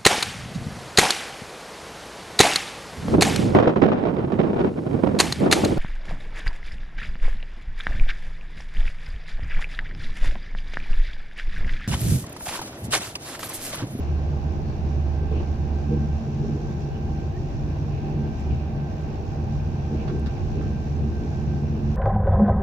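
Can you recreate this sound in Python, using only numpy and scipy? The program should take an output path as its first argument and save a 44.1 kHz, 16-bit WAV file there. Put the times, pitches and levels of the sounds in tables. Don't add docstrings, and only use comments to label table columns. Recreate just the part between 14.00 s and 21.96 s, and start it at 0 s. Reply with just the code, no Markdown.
import sys
import numpy as np
from scipy import signal
from scipy.fft import rfft, irfft
from scipy.io import wavfile
from scipy.ndimage import uniform_filter1d

SR = 44100
rng = np.random.default_rng(int(sys.argv[2]) if len(sys.argv) > 2 else 0)


def digitize_waveform(pressure):
    field = np.atleast_2d(pressure).T
    bounded = np.clip(field, -1, 1)
    quanta = np.round(bounded * 32767).astype(np.int16)
    wavfile.write(sys.argv[1], SR, quanta)


N = 351028
T = np.arange(N) / SR
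HZ = np.maximum(np.arange(N // 2 + 1) * SR / N, 1)
SLEEPER_HZ = 73.57
WHINE_HZ = 1566.5


def undb(db):
    return 10 ** (np.asarray(db) / 20)


def unit(x):
    return x / np.sqrt(np.mean(x ** 2))


def curves(table):
    s, *columns = np.transpose(table)
    return [np.interp(T, s, column) for column in columns]


def over_hz(points):
    hz, value = np.transpose(points)
    return np.interp(np.log(HZ), np.log(hz), value)


def walk(rate):
    slow_part = rfft(rng.standard_normal(N)) * np.exp(-(HZ / rate) ** 2)
    return unit(irfft(slow_part, N))


def pan(db):
    return undb(np.array([[db], [-db]]) / 2)


def turn(hz):
    return 2 * np.pi * (np.cumsum(hz) / SR + rng.random())


def swell(s, length):
    return np.exp(-.5 * ((T - s) / length) ** 2)


def swells(table):
    return sum(np.outer(rises, swell(s, length)) for s, length, *rises in table)


def cabin_noise(spectrum):
    # (frequency [Hz], correlation)
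    likeness = [(25, 0.93), (60, 0.5), (130, 0.92), (290, 0.94), (450, 0.85), (640, 0), (1400, 0)]
    alike = np.clip(over_hz(likeness), -1, 1)
    mid, side = rfft(rng.standard_normal((2, N)))
    pair = mid * np.sqrt(1 + alike) + np.array([[1], [-1]]) * side * np.sqrt(1 - alike)
    low_skirt = np.minimum(HZ / spectrum[0][0], 1) ** 2
    high_skirt = np.minimum(spectrum[-1][0] / HZ, 1) ** 3
    return unit(irfft(pair * undb(over_hz(spectrum)) * low_skirt * high_skirt, N))


def steady(x, seconds):
    power = uniform_filter1d(np.mean(x ** 2, axis=0), int(seconds * SR))
    return x / np.sqrt(power + 1e-9)


def knocks(table, spectrum, rise_s):
    drive = 0
    for s, db, decay_s in table:
        age = np.maximum(T - s, 0)
        drive = drive + undb(db) * (1 - np.exp(-age / rise_s)) * np.exp(-age / decay_s)
    return cabin_noise(spectrum) * drive


def underfloor(beat):
    # (time [s], level [dB])
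    drone_levels = [(0, -27.5), (.35, -26.5), (.45, -29), (.53, -26.5), (.67, -31), (.8, -27.5),
                    (1.1, -22.5), (1.33, -23.5), (1.45, -26.5), (1.62, -26), (1.9, -27), (2.04, -30),
                    (2.18, -24), (2.3, -42.5), (7.96, -44)]
    # (time [s], level [dB])
    rumble_levels = [(0, -30), (2.3, -30.5), (2.7, -33), (3.1, -30.5), (3.7, -28), (4.2, -32), (5.2, -31),
                     (5.6, -28.5), (7.96, -30)]
    # (time [s], half length [s], rise of the rumble [dB])
    heaves = [(1.25, 0.14, 2), (4.55, 0.046, 7.5), (5.7, 0.05, 2.5), (6.46, 0.042, 5), (6.66, 0.035, 5),
              (7.02, 0.05, 5), (7.89, 0.03, 6)]
    # (frequency [Hz], level [dB per Hz])
    floor_colour = [(8, -19), (22, -11.5), (33, -17), (44, -2.5), (56, -7.5), (70, -0.5), (82, 1.5),
                    (96, -1), (114, -9), (135, -7), (200, -27), (400, -60.5)]
    shaft_hz = 24.76

    shaft = turn(shaft_hz * (1 + 0.0016 * walk(1.4)))
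    shaking = np.sqrt(2) * np.sin(3 * shaft) + undb(-12.0) * np.sin(shaft)
    drone = shaking * undb(curves(drone_levels)[0] + 0.77 * walk(6))

    throb_growth = np.clip(T / 2 - .5, 0, 1)
    throb = undb(-2.0) * throb_growth * np.sin(beat + 0.9 * walk(2.0))
    rumble_db = curves(rumble_levels)[0] + swells(heaves)[0] + 1.0 * walk(9.7)
    rumble = (steady(cabin_noise(floor_colour), 0.16) + throb) * undb(rumble_db)
    return drone * pan(-4.0) + rumble * pan(-.3)


def body():
    # (frequency [Hz], level within the hum [dB])
    panel_tones = [(144.8, -4.5), (220.8, -11), (291.5, -19)]
    # (time [s], half length [s], rise of low hum [dB], rise of high hum [dB], rise of roar and top hum tone [dB])
    rough_rail = [(1.95, 0.071, 11.5, 12.5, 8.5), (2.17, 0.11, 4.5, 7, -1.5), (2.48, 0.077, 13, 12, 7.5),
                  (3.68, 0.02, 7.5, 3, 8), (4.13, 0.14, 5, 4, 5), (5.53, 0.098, 3, 8, -1),
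                  (5.95, 0.028, 1.5, 8.5, 5), (6.145, 0.035, 7, 6, 9), (6.58, 0.029, 3.5, 7, 9.5),
                  (6.655, 0.028, -4, 6, 6), (7.06, 0.05, 5, 10, 5.5), (7.23, 0.025, -1, -8, 9.5),
                  (7.54, 0.08, 9, 5.5, 2), (7.85, 0.11, 8, 13.5, 4)]
    # (frequency [Hz], level [dB per Hz])
    boom_colour = [(90, -24.5), (120, -4.5), (140, 2), (160, -0.5), (188, -8.5), (222, -5), (250, -16),
                   (320, -41.5)]
    # (frequency [Hz], level [dB per Hz])
    roar_colour = [(170, -23.5), (215, -1.5), (255, 0), (293, -2.5), (308, 0.5), (330, 2), (375, -2.5),
                   (410, -0.5), (445, -8), (470, -3.5), (540, -24.5), (900, -45.5)]
    track_before_db, track_after_db = -32.5, -30.5
    track_change_s, track_blend_s = 1.97, 0.11
    smooth_roar_db = -39.5

    rises_db = swells(rough_rail)
    low_rise_db, _, roar_rise_db = rises_db
    changed = np.clip((T - track_change_s) / track_blend_s + .5, 0, 1)
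    track_db = track_before_db + (track_after_db - track_before_db) * changed + 0.83 * walk(9.9)

    hum = 0
    for (hz, db), rise_db in zip(panel_tones, rises_db):
        tone = np.sin(turn(hz + 1.314 * walk(2.93)) + .2 * walk(9))
        hum = hum + undb(db + rise_db) * (1 + 0.22 * walk(9.3)) * tone
    hum = hum * undb(track_db + 1.5)
    boom = steady(cabin_noise(boom_colour), 0.09) * undb(track_db - 2.0 + 0.16 * low_rise_db)
    roar_db = smooth_roar_db + roar_rise_db + 1.5 * walk(14.0)
    roar = steady(cabin_noise(roar_colour), 0.053) * undb(roar_db)
    return (hum + boom) * pan(-0.8) + roar * pan(-1.6)


def wheels():
    # (time [s], level [dB])
    roll_levels = [(0, -41.5), (.8, -42.5), (1.2, -41.5), (2.4, -43), (3.8, -43), (5.3, -42), (6.6, -42.5),
                   (7.35, -43), (7.96, -43)]
    # (time [s], half length [s], rise of the wheel ring [dB])
    flange_rubs = [(.05, 0.066, 3.5), (1.38, 0.08, 5), (4.02, 0.084, 5), (4.36, 0.06, 4.5),
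                   (4.54, 0.055, 6.5), (6.01, 0.028, 7), (6.29, .03, 4), (6.385, 0.03, 4),
                   (6.58, 0.03, 5.5), (6.68, .04, 3.5)]
    # (frequency [Hz], level [dB per Hz])
    roll_colour = [(300, -22), (500, -2.5), (630, 2.5), (760, 1.5), (860, -1), (930, -6), (1080, -7),
                   (1250, -14.5), (1550, -13), (2100, -19), (3500, -25), (4900, -26.5), (6500, -39),
                   (9000, -56)]
    # (frequency [Hz], level [dB per Hz])
    disc_colour = [(1700, -25), (2150, -9.5), (2350, 1), (2780, 0.5), (3150, -13), (4200, -12),
                   (6000, -36.5)]
    free_disc_db = -59

    roll = cabin_noise(roll_colour) * undb(curves(roll_levels)[0] + 0.63 * walk(10))
    rub_db = swells(flange_rubs)[0] * (1 + .22 * walk(45))
    discs = cabin_noise(disc_colour) * undb(free_disc_db + rub_db + 1 * walk(18))
    return roll * pan(-1.3) + discs * pan(1.0)


def gears():
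    # (start [s], end [s], rise [dB])
    gear_loads = [(0, 0.222, 4), (.31, .42, 1), (1.17, 1.287, 9), (1.4, 1.65, 3.5), (1.75, 2.16, 5),
                  (2.237, 2.33, 3), (2.475, 2.74, 8.5), (3.116, 3.32, 5.5), (3.45, 3.95, 2),
                  (4.18, 4.42, 6.5), (4.76, 5.037, 7.5), (5.4, 5.9, 1.5), (6.06, 6.33, 8),
                  (6.58, 6.857, 8.5), (7.123, 7.42, 9.5), (7.44, 7.73, 5.5), (7.76, 7.96, 2)]
    load_blend_s = 0.08
    unloaded_db = -65.5

    load_db = 0
    for start, end, db in gear_loads:
        inside = np.minimum(T - start, end - T)
        load_db = load_db + db * np.clip(inside / load_blend_s + .5, 0, 1)
    paths = .4 * np.array([walk(5), walk(5)]) + np.array([[-.6], [.6]])
    waver_db = 1.6 * np.array([walk(14), walk(24)])
    phase = turn(WHINE_HZ + 1.5 * walk(5)) + paths
    whine = unit(np.sin(phase)) * undb(load_db + waver_db + 1.2) * pan(-2.5)
    fringe = cabin_noise([(1525, -18.0), (1567, 1.5), (1610, -18.5)]) * undb(-2.5 + .35 * load_db)
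    return undb(unloaded_db) * (whine + fringe)


def gear_hum():
    # (time [s], level [dB])
    hum_levels = [(0, -55), (.75, -50), (1.05, -48.5), (2, -50), (2.9, -47), (3.3, -50), (3.7, -54),
                  (4.08, -45.5), (4.25, -56), (4.62, -49), (4.9, -54), (5.3, -46.5), (5.5, -50.5),
                  (6.2, -49.5), (6.8, -53.5), (7.96, -53.5)]
    lead = np.array([[-.8], [.8]])
    first = np.sin(turn(WHINE_HZ / 2 + .9 * walk(3.2)) + lead)
    second = np.sin(turn(WHINE_HZ / 2 + 15.5 + 1.2 * walk(3.3)) + lead)
    pair = first * (1 + 0.27 * walk(5.5)) + undb(-7.0) * second * (1 + 0.2 * walk(4))
    return unit(pair) * undb(curves(hum_levels)[0] - 1.0) * pan(-8.5)


def window_air(beat):
    # (time [s], level [dB])
    air_levels = [(0.05, -62), (0.07, -64.5), (1.16, -63.5), (1.21, -69.5), (1.42, -61), (1.62, -64),
                  (2.84, -61), (2.91, -64.5), (3.52, -63), (4.28, -65), (4.41, -61), (4.78, -68.5),
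                  (4.93, -63.5), (6.9, -62), (7.07, -65), (7.31, -60), (7.84, -66.5), (7.88, -62)]
    # (frequency [Hz], level [dB per Hz])
    hiss_colour = [(3500, -5.5), (5000, -3.5), (5800, 0.5), (6400, -4.5), (7200, -8.5), (7800, -16.5),
                   (8600, -33.5), (12000, -36.5)]
    lag_s, direct_db = .00036, -7.5

    spurts = sum(np.exp(12 * (np.cos(beat - lag) - 1)) for lag in (0, np.pi / 3))
    flutter = unit(np.sqrt(1 + 2.4 * spurts))
    leak = cabin_noise(hiss_colour)[0]
    direct = np.array([np.roll(leak, int(lag_s * SR)), leak])
    air = unit(cabin_noise(hiss_colour) + undb(direct_db) * direct)
    air_db = curves(air_levels)[0] + 3.5 + 0.84 * walk(14.0)
    return air * flutter * undb(air_db) * pan(.8)


def bridge():
    # (time [s], strength [dB], decay [s])
    jolts = [(1.226, -30, .018), (1.312, -26, .032), (1.357, -29.5, .018), (1.398, -29, 0.019)]
    # (frequency [Hz], level [dB per Hz])
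    jolt_colour = [(150, -20), (280, 8), (345, 21), (440, 15.5), (520, 8), (640, 6), (1100, -3.5),
                   (1800, -30), (2700, -16), (3400, -20), (4400, -25), (6000, -44)]
    thumps = knocks(jolts, jolt_colour, rise_s=0.004)
    whoosh = cabin_noise([(1500, -15), (2400, -3), (2900, 5), (3500, -9), (5000, -22)])
    return thumps * pan(-1.5) + whoosh * undb(-56.0) * swell(1.38, .04)


def fittings():
    # (time [s], strength [dB], decay [s], brightness [dB per octave])
    clack_blows = [(6.0785, -37, 0.011, -4), (6.0848, -44, 0.0074, -2.5), (6.097, -42, 0.016, -4),
                   (6.26, -40, 0.0091, 0), (6.268, -39.5, 0.009, 0.5), (6.276, -44, 0.013, -3),
                   (6.296, -51, .005, -2), (6.611, -44, 0.033, -7)]
    # (frequency [Hz], level [dB per Hz])
    clack_colour = [(500, -8), (900, -2), (1300, 10.5), (1900, 0), (2500, -1), (3000, -4), (3500, 1),
                    (4600, -3), (5600, -8), (7300, -18), (9000, -29), (12000, -36)]
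    # (time [s], strength [dB], decay [s])
    tick_blows = [(2.7994, -69, .012), (4.392, -66, .01), (4.4044, -61, .009), (5.0115, -64, .007),
                  (6.1972, -43, .0006)]
    # (frequency [Hz], level [dB per Hz])
    tick_colour = [(2500, -13), (4500, 1), (6000, 8), (7500, 7), (10000, -3), (13000, -6), (16000, -6)]
    # (time [s], frequency [Hz], width [Hz], level [dB], length [s])
    squeak_list = [(0.185, 4200, 400, -62, .015), (0.708, 4370, 1100, -59, 0.055),
                   (2.95, 2920, 250, -57, .025)]

    clacks = 0
    for s, db, decay_s, bright in clack_blows:
        colour = [(hz, level + bright * np.log2(hz)) for hz, level in clack_colour]
        clacks = clacks + knocks([(s, db, decay_s)], colour, rise_s=.0005)
    ticks = knocks(tick_blows, tick_colour, rise_s=.0002)
    squeaks = 0
    for s, hz, width, db, length in squeak_list:
        band = cabin_noise([(hz - width, -20), (hz, 0), (hz + width, -20)])
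        squeaks = squeaks + band * undb(db) * swell(s, length)
    return clacks * pan(-2.6) + ticks * pan(6) + squeaks


def squeal():
    # (time [s], frequency [Hz], level [dB])
    squeal_path = [(3.32, 1640, -72), (3.327, 1660, -60), (3.343, 1700, -61), (3.351, 1790, -68),
                   (3.358, 1825, -57), (3.378, 1845, -53.5), (3.387, 1840, -66), (3.397, 1820, -63),
                   (3.41, 1800, -80)]
    hz, db = curves(squeal_path)
    rubbing = (T > squeal_path[0][0]) & (T < squeal_path[-1][0])
    grip = 1 + .22 * walk(120)
    tone = np.sqrt(2) * np.sin(turn(hz + 16 * walk(120)))
    return tone * grip * undb(db) * rubbing


def machines():
    # (frequency [Hz], level [dB], left minus right phase [rad])
    machine_tones = [(49.3, -43, 0), (352, -49, .2), (463, -57, .2), (1234, -73, 1.5), (1722, -73, 1.5),
                     (2353, -75, 1.5), (3661, -78, 1.5), (5303, -81, 1.5), (5765, -80, 1.5),
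                     (5841, -78, 1.5)]
    out = 0
    for hz, db, lead in machine_tones:
        phase = turn(hz + 1.06 * walk(3.47)) + lead * np.array([[.5], [-.5]])
        waver = 1 + 0.15 * np.array([walk(3.3), walk(3.5)])
        out = out + undb(db) * unit(waver * np.sin(phase))
    return out * pan(-1)


def scene():
    beat = turn(SLEEPER_HZ * (1 + 0.0029 * walk(1.8)))
    running = underfloor(beat) + body() + wheels()
    drive = gears() + gear_hum() + machines()
    return running + drive + window_air(beat) + bridge() + fittings() + squeal()


def record(dry):
    # (frequency [Hz], level [dB per Hz])
    mic_colour = [(3000, -14), (9000, -9.5), (13900, -12), (14600, 1), (15500, -3.5), (17000, -9.5)]
    top_hz = 15550
    hiss = cabin_noise(mic_colour) * undb(-71.5)
    ease = np.clip(np.minimum(T, T[-1] - T) / .004, 0, 1)
    top_cut = signal.ellip(10, .2, 80, top_hz, fs=SR, output="sos")
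    return signal.sosfilt(top_cut, (dry + hiss) * ease)


dry = scene()
out = record(dry)
digitize_waveform(out)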